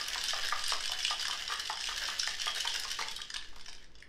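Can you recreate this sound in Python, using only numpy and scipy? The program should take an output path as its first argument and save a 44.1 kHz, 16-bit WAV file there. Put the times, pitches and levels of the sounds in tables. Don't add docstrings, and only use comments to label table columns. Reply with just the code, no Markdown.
import sys
import numpy as np
from scipy import signal
from scipy.fft import rfft, irfft, next_fast_len
from scipy.io import wavfile
from scipy.ndimage import map_coordinates

SR = 44100
rng = np.random.default_rng(int(sys.argv[2]) if len(sys.argv) > 2 else 0)


def voltage_ratio(level):
    return 10 ** (np.asarray(level, float) / 20)


def store_wav(level_fs):
    pcm = np.round(np.clip(np.atleast_2d(level_fs), -1, 1) * 32767)
    wavfile.write(sys.argv[1], SR, pcm.T.astype(np.int16))


N = 180184

# (time [s], level [dB])
SMALL_ICE_LEVEL = [(0.0, -37.5), (0.47, -39), (0.75, -40), (1.15, -40), (1.58, -40), (2.09, -38.5),
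                   (2.26, -43.5), (2.64, -40.5), (2.99, -42), (3.12, -47.5), (3.23, -56.5), (3.39, -58.5),
                   (3.59, -59.5), (3.83, -63), (4.09, -98)]
# (pitch [Hz], level [dB], time to fade by 60 dB [s])
STEEL_MODES = [(2972, 2.5, 0.014), (3450, -0.5, 0.022), (3880, -7.5, 0.011), (4430, -4.5, 0.013),
               (5040, 2.5, 0.0098), (5620, -7, 0.0085), (6450, -17, 0.0036), (8500, -9, 0.0062)]
# (pitch [Hz], level [dB], time to fade by 60 dB [s])
ICE_MODES = [(3070, -4, 0.025), (3734, -6, 0.029), (4350, -1.5, 0.0077), (5085, -3, 0.024),
             (5330, 2, 0.0076), (5710, -5.5, 0.023), (6500, -21, 0.0042), (8240, -5.5, 0.0046)]


def unit(x):
    return x / np.sqrt(np.mean(x ** 2) + 1e-20)


def peak(x):
    return x / np.abs(x).max()


def band(x, low_hz, high_hz):
    sos = signal.butter(N=3, Wn=[low_hz, high_hz], btype="band", fs=SR, output="sos")
    return signal.sosfilt(sos, x)


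def along(points, hz):
    f, v = np.transpose(points)
    below = -120 if v[0] < 0 else v[0]
    return np.interp(np.log(hz + 1), np.log(f + 1), v, below)


def coloured(x, spectrum):
    m = next_fast_len(N + 8192)
    gain = voltage_ratio(along(spectrum, np.fft.rfftfreq(m, 1 / SR)))
    return unit(irfft(rfft(x, m) * gain, m)[:N])


def wobble(rate):
    knots = rng.standard_normal(int(N * rate / SR) + 4)
    return map_coordinates(knots, [np.arange(N) * rate / SR])


def ring(modes, t, scatter_db, detune):
    hz, db, t60 = np.transpose(modes)[..., None]
    luck = rng.standard_normal((3, len(modes), 1))
    phase = 2 * np.pi * hz * (1 + detune * luck[1]) * t + luck[2]
    fade = voltage_ratio(db + scatter_db * luck[0] - 60 * t / t60)
    return peak(np.sum(fade * np.sin(phase), 0))


def air():
    # (pitch [Hz], level [dB per Hz])
    fridge = [(30, -22), (40, -11), (53, 4.5), (64, -16), (90, -14), (200, -16), (440, -16.5), (700, -26.5),
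              (2000, -25), (6000, -62), (15500, -58)]
    # (pitch [Hz], level [dB per Hz])
    arms = [(2, -28), (4.5, 3.5), (6.5, 1.5), (9, -27), (21, -13), (28, -44), (40, -106)]
    hum = voltage_ratio(-62.5) * coloured(rng.standard_normal(N), fridge)
    return hum + voltage_ratio(-44.5) * coloured(rng.standard_normal(N), arms)


def chips():
    # (pitch [Hz], level [dB per Hz])
    grit = [(900, -81), (1700, -7), (2400, -12.5), (2950, -1.5), (4000, -8.5), (5100, -4.5), (7000, -13.5),
            (10000, -24), (15600, -34.5)]
    # (pitch [Hz], level [dB per Hz])
    liquid = [(300, -23), (600, -11.5), (1200, -10.5), (1700, 3), (2300, -8.5), (4000, -27)]
    level_db = np.interp(np.arange(N) / SR, *np.transpose(SMALL_ICE_LEVEL))
    luck = rng.random((2, N))
    ticks = (luck[0] < 450 / SR) * voltage_ratio(1.6 * luck[1] ** 2)
    fade = voltage_ratio(-60 * np.arange(600) / SR / 0.01)
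    contact = np.abs(signal.fftconvolve(ticks, fade)[:N])
    rattle = coloured(contact * rng.standard_normal(N) * voltage_ratio(2.26 * wobble(29.72)), grit)
    surge = voltage_ratio(7.1 * wobble(45) + 1.1 * wobble(9.44))
    slosh = coloured(rng.standard_normal(N) * surge, liquid)
    return voltage_ratio(level_db - 3.5) * rattle + voltage_ratio(level_db - 10.5) * slosh


def kitchen(x, count=5):
    # (pitch [Hz], level [dB])
    tiles = [(300, 1), (1500, -3), (4000, -1), (7000, -2.5), (12000, 0.5), (16000, -17)]
    # (pitch [Hz], time to fade by 60 dB [s])
    fade_times = [(300, 0.69), (1000, 0.38), (3000, 0.43), (8000, 0.26), (15000, 0.086)]
    hz, t, z = signal.stft(rng.standard_normal((count, SR * 2 // 3)), SR, nperseg=256)
    fade = along(tiles, hz)[:, None] - 60 * t / along(fade_times, hz)[:, None]
    tails = signal.istft(z * voltage_ratio(fade), SR, nperseg=256)[1]
    lead = SR // 3
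    x = np.concatenate([x[SR // 4:][:lead], x])
    place = (np.arange(-lead, N) // 2000 % count) == np.arange(count)[:, None]
    wet = signal.fftconvolve(x * place, voltage_ratio(-32) * tails, axes=1).sum(0)
    return np.pad(wet, (160, 0))[lead:][:N]


def cubes(contacts, body, skid_db=-8, drag_db=-15, crack_db=-5):
    # (pitch [Hz], level [dB], time to fade by 60 dB [s])
    glass_modes = [(1714, -4.5, 0.011), (2038, -7, 0.0091)]
    skid_s = 0.005
    out, t = np.zeros(N + SR), np.arange(SR // 25) / SR - skid_s
    late = np.abs(t)
    skid = voltage_ratio(skid_db - 60 * late / 0.014)
    drag = voltage_ratio(-60 * late / 0.0011) + voltage_ratio(drag_db - 60 * late / 0.031)
    force = np.where(t < 0, skid, drag)
    for s, db, glass_db, snap_db in contacts:
        blow = rng.standard_normal(len(t)) * force
        blow[round(skid_s * SR)] = 1.57
        body_ring = ring(body, t + skid_s, scatter_db=3, detune=0.017)
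        glass_ring = ring(glass_modes, t + skid_s, scatter_db=1, detune=0.042)
        click = peak(signal.fftconvolve(blow, body_ring)[:len(t)])
        glass = peak(signal.fftconvolve(blow, glass_ring)[:len(t)])
        crack = peak(band(blow, low_hz=2380, high_hz=6600))
        snap = peak(band(blow, low_hz=6240, high_hz=12400))
        hit = band(click + voltage_ratio(glass_db - 3.5) * glass, low_hz=900, high_hz=9240)
        hit = hit + voltage_ratio(crack_db) * crack + voltage_ratio(snap_db - 2.5) * snap
        out[round(s * SR):][:len(t)] += voltage_ratio(db + 1.5) * hit
    out = band(out, low_hz=1084, high_hz=14400)[round(skid_s * SR):]
    return out[:N] + voltage_ratio(-18) * np.pad(out, (56, 0))[:N]


def ordinary(contacts):
    luck = rng.standard_normal((len(contacts), 2))
    usual_db, spread_db = [-9, -21], [4.5, 6]
    return np.column_stack([contacts, usual_db + luck * spread_db])


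def lesser(per_s):
    shake_ends_s = 3.19
    over_db, spread_db = 5, 4
    luck = rng.random((90, 2))
    s = (np.arange(len(luck)) + luck[:, 0]) / per_s
    db = np.interp(s, *np.transpose(SMALL_ICE_LEVEL)) + over_db + spread_db * (2 * luck[:, 1] - 1)
    return ordinary(np.column_stack([s, db]))[s < shake_ends_s]


def shaken_cubes():
    # (time
    # [s], peak [dB])
    further_touches = [(0.0133, -27), (0.1583, -41), (0.2557, -31), (0.332, -30), (0.4344, -29), (0.4708, -27.5),
                       (0.524, -37), (0.7043, -25), (0.8386, -32), (0.8949, -30), (1.143, -30), (1.197, -29),
                       (1.2704, -27), (1.4529, -36), (1.4793, -26.5), (1.5065, -30.5), (1.5254, -30.5),
                       (1.7098, -31), (1.7558, -31), (2.055, -27.5), (2.2327, -23.5), (2.2921, -27), (2.4, -29),
                       (2.561, -28), (2.7001, -26), (2.7423, -27.5), (2.8365, -28.5), (2.9056, -28), (2.9911, -35),
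                       (3.0122, -29)]
    # (time [s], peak [dB], glass ring [dB], snap [dB])
    cube_on_cube = [(0.084, -30, -24, 4.5), (0.1812, -28, -9.5, -19), (0.2402, -24.5, -11, -2),
                    (0.2853, -25, -8, -6), (0.4873, -28.5, 3, -1.5), (0.5944, -30, 0, -15),
                    (0.7205, -25, -2, -23), (0.8083, -31, 3, -19), (0.8789, -24.5, -24, -21),
                    (1.0296, -26.5, -8, -13), (1.1018, -23, -19, -24), (1.2831, -23, -20, -5.5),
                    (1.3112, -23, -28, -21), (1.376, -34, -24, -13), (1.5978, -26.5, -9, -4),
                    (1.6566, -26.5, -15, -21), (1.8101, -27, -10, -26), (1.9795, -30, -1, -5),
                    (2.0375, -22, -26, -20), (2.0803, -28.5, -12, -8), (2.1983, -21, -17, -26),
                    (2.275, -22, 3, -15), (2.4181, -25, -28, -4.5), (2.5496, -27.5, -17, -3.5),
                    (2.6067, -23, -19, -4), (2.6537, -24.5, -4.5, -18), (2.7991, -29, -15, -0.5),
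                    (2.9158, -26, -5, -9), (3.1137, -30, -6, -5.5), (3.1645, -29.5, -23, -4)]
    # (time [s], peak [dB], glass ring [dB], snap [dB])
    cube_on_steel = [(0.3436, -24.5, -27, -14), (0.364, -24.5, -13, -20), (0.6409, -23, -6.5, -26),
                     (0.6641, -24, -28, -24), (0.6819, -26, -14, 4), (0.6938, -23.5, -23, -16),
                     (0.7347, -24.5, -1.5, -17), (0.8582, -23, -9, -12), (0.9195, -19.5, -24, -10.5),
                     (1.0046, -27.5, -5, -20), (1.0424, -29, -21, -25), (1.0507, -18.5, -32, -22),
                     (1.0806, -22.5, -33, -21), (1.1113, -26.5, -10, -21), (1.1288, -27, -21, -14),
                     (1.2283, -25.5, -7, -8), (1.2541, -21.5, -3, -24), (1.6696, -33, -25, -15),
                     (1.7735, -30, -4, -22), (1.8418, -26, -26, -32), (1.8729, -26, -23, -15),
                     (2.1925, -31.5, -20, -1), (2.2429, -28, -33, -29), (2.268, -26, -28, -13),
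                     (2.4115, -28, -23, -35), (2.46, -24, -23, -5.5), (2.4789, -20, -10, -27),
                     (2.6755, -20.5, -9.5, -18), (3.0243, -27.5, 4, -20), (3.0851, -25, -21, -16)]
    hard = cubes(cube_on_steel, STEEL_MODES) + cubes(cube_on_cube, ICE_MODES)
    weak = cubes(lesser(per_s=24), STEEL_MODES) + cubes(lesser(per_s=20), ICE_MODES)
    return hard + weak + cubes(ordinary(further_touches), ICE_MODES)


def slams():
    # (time [s], peak [dB], hollow pitch [Hz], thump [dB])
    landings = [(0.157, -32, 1046, -4), (0.235, -43, 1470, -9), (0.333, -27.5, 1207, -2.5),
                (0.386, -39, 1200, -3), (0.523, -23.5, 1188, -11), (0.72, -26, 1254, -4),
                (0.896, -43, 1000, 5.5), (0.919, -36, 754, 2), (1.108, -28.5, 1202, 0),
                (1.282, -33.5, 1110, -22), (1.298, -35.5, 980, -2), (1.327, -34, 1174, -4),
                (1.487, -37, 1210, -19), (1.499, -32.5, 1210, -10), (1.52, -30, 1180, -11.5),
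                (1.698, -27.5, 855, -4.5), (1.887, -33, 1344, -6), (1.911, -35, 1225, -9),
                (2.084, -31.5, 1260, -6), (2.274, -34, 1226, -2), (2.467, -28.5, 1222, -6.5),
                (2.651, -33, 920, -1), (2.849, -35, 1080, -6.5), (2.989, -28.5, 1150, -13),
                (3.012, -32, 894, -6.5), (3.188, -40.5, 1204, -27), (3.357, -37.5, 1010, -24),
                (3.528, -49, 1120, -7), (3.563, -49, 1080, 0.5), (3.683, -51, 1450, 4)]
    # (pitch [Hz], level [dB], time to fade by 60 dB [s])
    end_modes = [(451, -8.5, 0.067), (716, -19.5, 0.087), (806, -12.5, 0.25), (902, -3.5, 0.17),
                 (1023, -7, 0.25), (1212, 3, 0.19), (1490, -13, 0.12)]
    out, t = np.zeros(N + SR), np.arange(SR // 6) / SR
    onset = 1 - np.exp(-t / 0.0003)
    for s, db, hz, thump_db in landings:
        shell = voltage_ratio(1.5 - 60 * t / 0.11) * ring(end_modes, t, scatter_db=3, detune=0.015)
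        cavity = voltage_ratio(-3.0 - 60 * t / 0.07) * np.sin(2 * np.pi * hz * t)
        rebound = voltage_ratio(-5.5 - 60 * np.abs(t - 0.027) / 0.016)
        grind = rng.standard_normal(len(t)) * (voltage_ratio(-60 * t / 0.045) + rebound)
        grind[0] = 12
        crunch = voltage_ratio(6) * peak(band(grind, low_hz=1063, high_hz=2100))
        thump = voltage_ratio(thump_db + 2.5) * peak(band(grind, low_hz=636, high_hz=1080))
        out[round(s * SR):][:len(t)] += voltage_ratio(db - 3.5) * onset * (shell + cavity + crunch + thump)
    return band(out, low_hz=396, high_hz=4140)[:N]


def last_cubes():
    # (time [s], peak [dB], glass ring [dB], snap [dB])
    meetings = [(3.2034, -41, 7, -14), (3.218, -30.5, -21, -13), (3.2793, -49, -9, -19),
                (3.3415, -29.5, 0, -19), (3.3665, -24.5, -15, -20), (3.5703, -56, -13, -20),
                (3.661, -38, -2, -18), (3.6825, -37.5, 5, -18), (3.689, -36.5, -9, -22),
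                (3.6955, -35, -19, -18), (3.73, -35.5, 0.5, -16), (3.8266, -53, 8.5, -15),
                (3.8437, -47.5, -3, -18)]
    # (time [s], peak [dB], glass ring [dB], snap [dB])
    slides = [(3.3031, -30, -2, -30), (3.3433, -28, -10, -16), (3.3485, -37, -19, -11),
              (3.3613, -29, 2.5, -24), (3.4256, -41, 3, -20), (3.4464, -40.5, 2, -24),
              (3.5295, -57, -6, -22), (3.5617, -43.5, -2, 1), (3.5966, -41.5, -4, -14),
              (3.6108, -39.5, 1, -13), (3.6261, -48, -4, -23), (3.7502, -43, -11, -21),
              (3.7819, -48, -1, -14), (3.954, -43.5, -6, -30), (3.9855, -50, -24, -26),
              (4.005, -49, -17, -8), (4.025, -40, 5.5, -16)]
    settle = cubes(meetings, ICE_MODES, skid_db=-15.5, drag_db=-20.5, crack_db=0)
    return settle + cubes(slides, STEEL_MODES, skid_db=-15.5, drag_db=-19, crack_db=-2)


def scene():
    shaker = chips() + shaken_cubes() + slams() + last_cubes()
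    return (air() + kitchen(shaker) + shaker)[None]


def low_pass(x):
    return signal.sosfilt(signal.butter(12, 15750, fs=SR, output="sos"), x)


def record(dry):
    top = signal.butter(N=14, Wn=15700, fs=SR, output="sos")
    mix = signal.sosfiltfilt(top, dry)
    return low_pass(mix)


dry = scene()
out = record(dry)
store_wav(out)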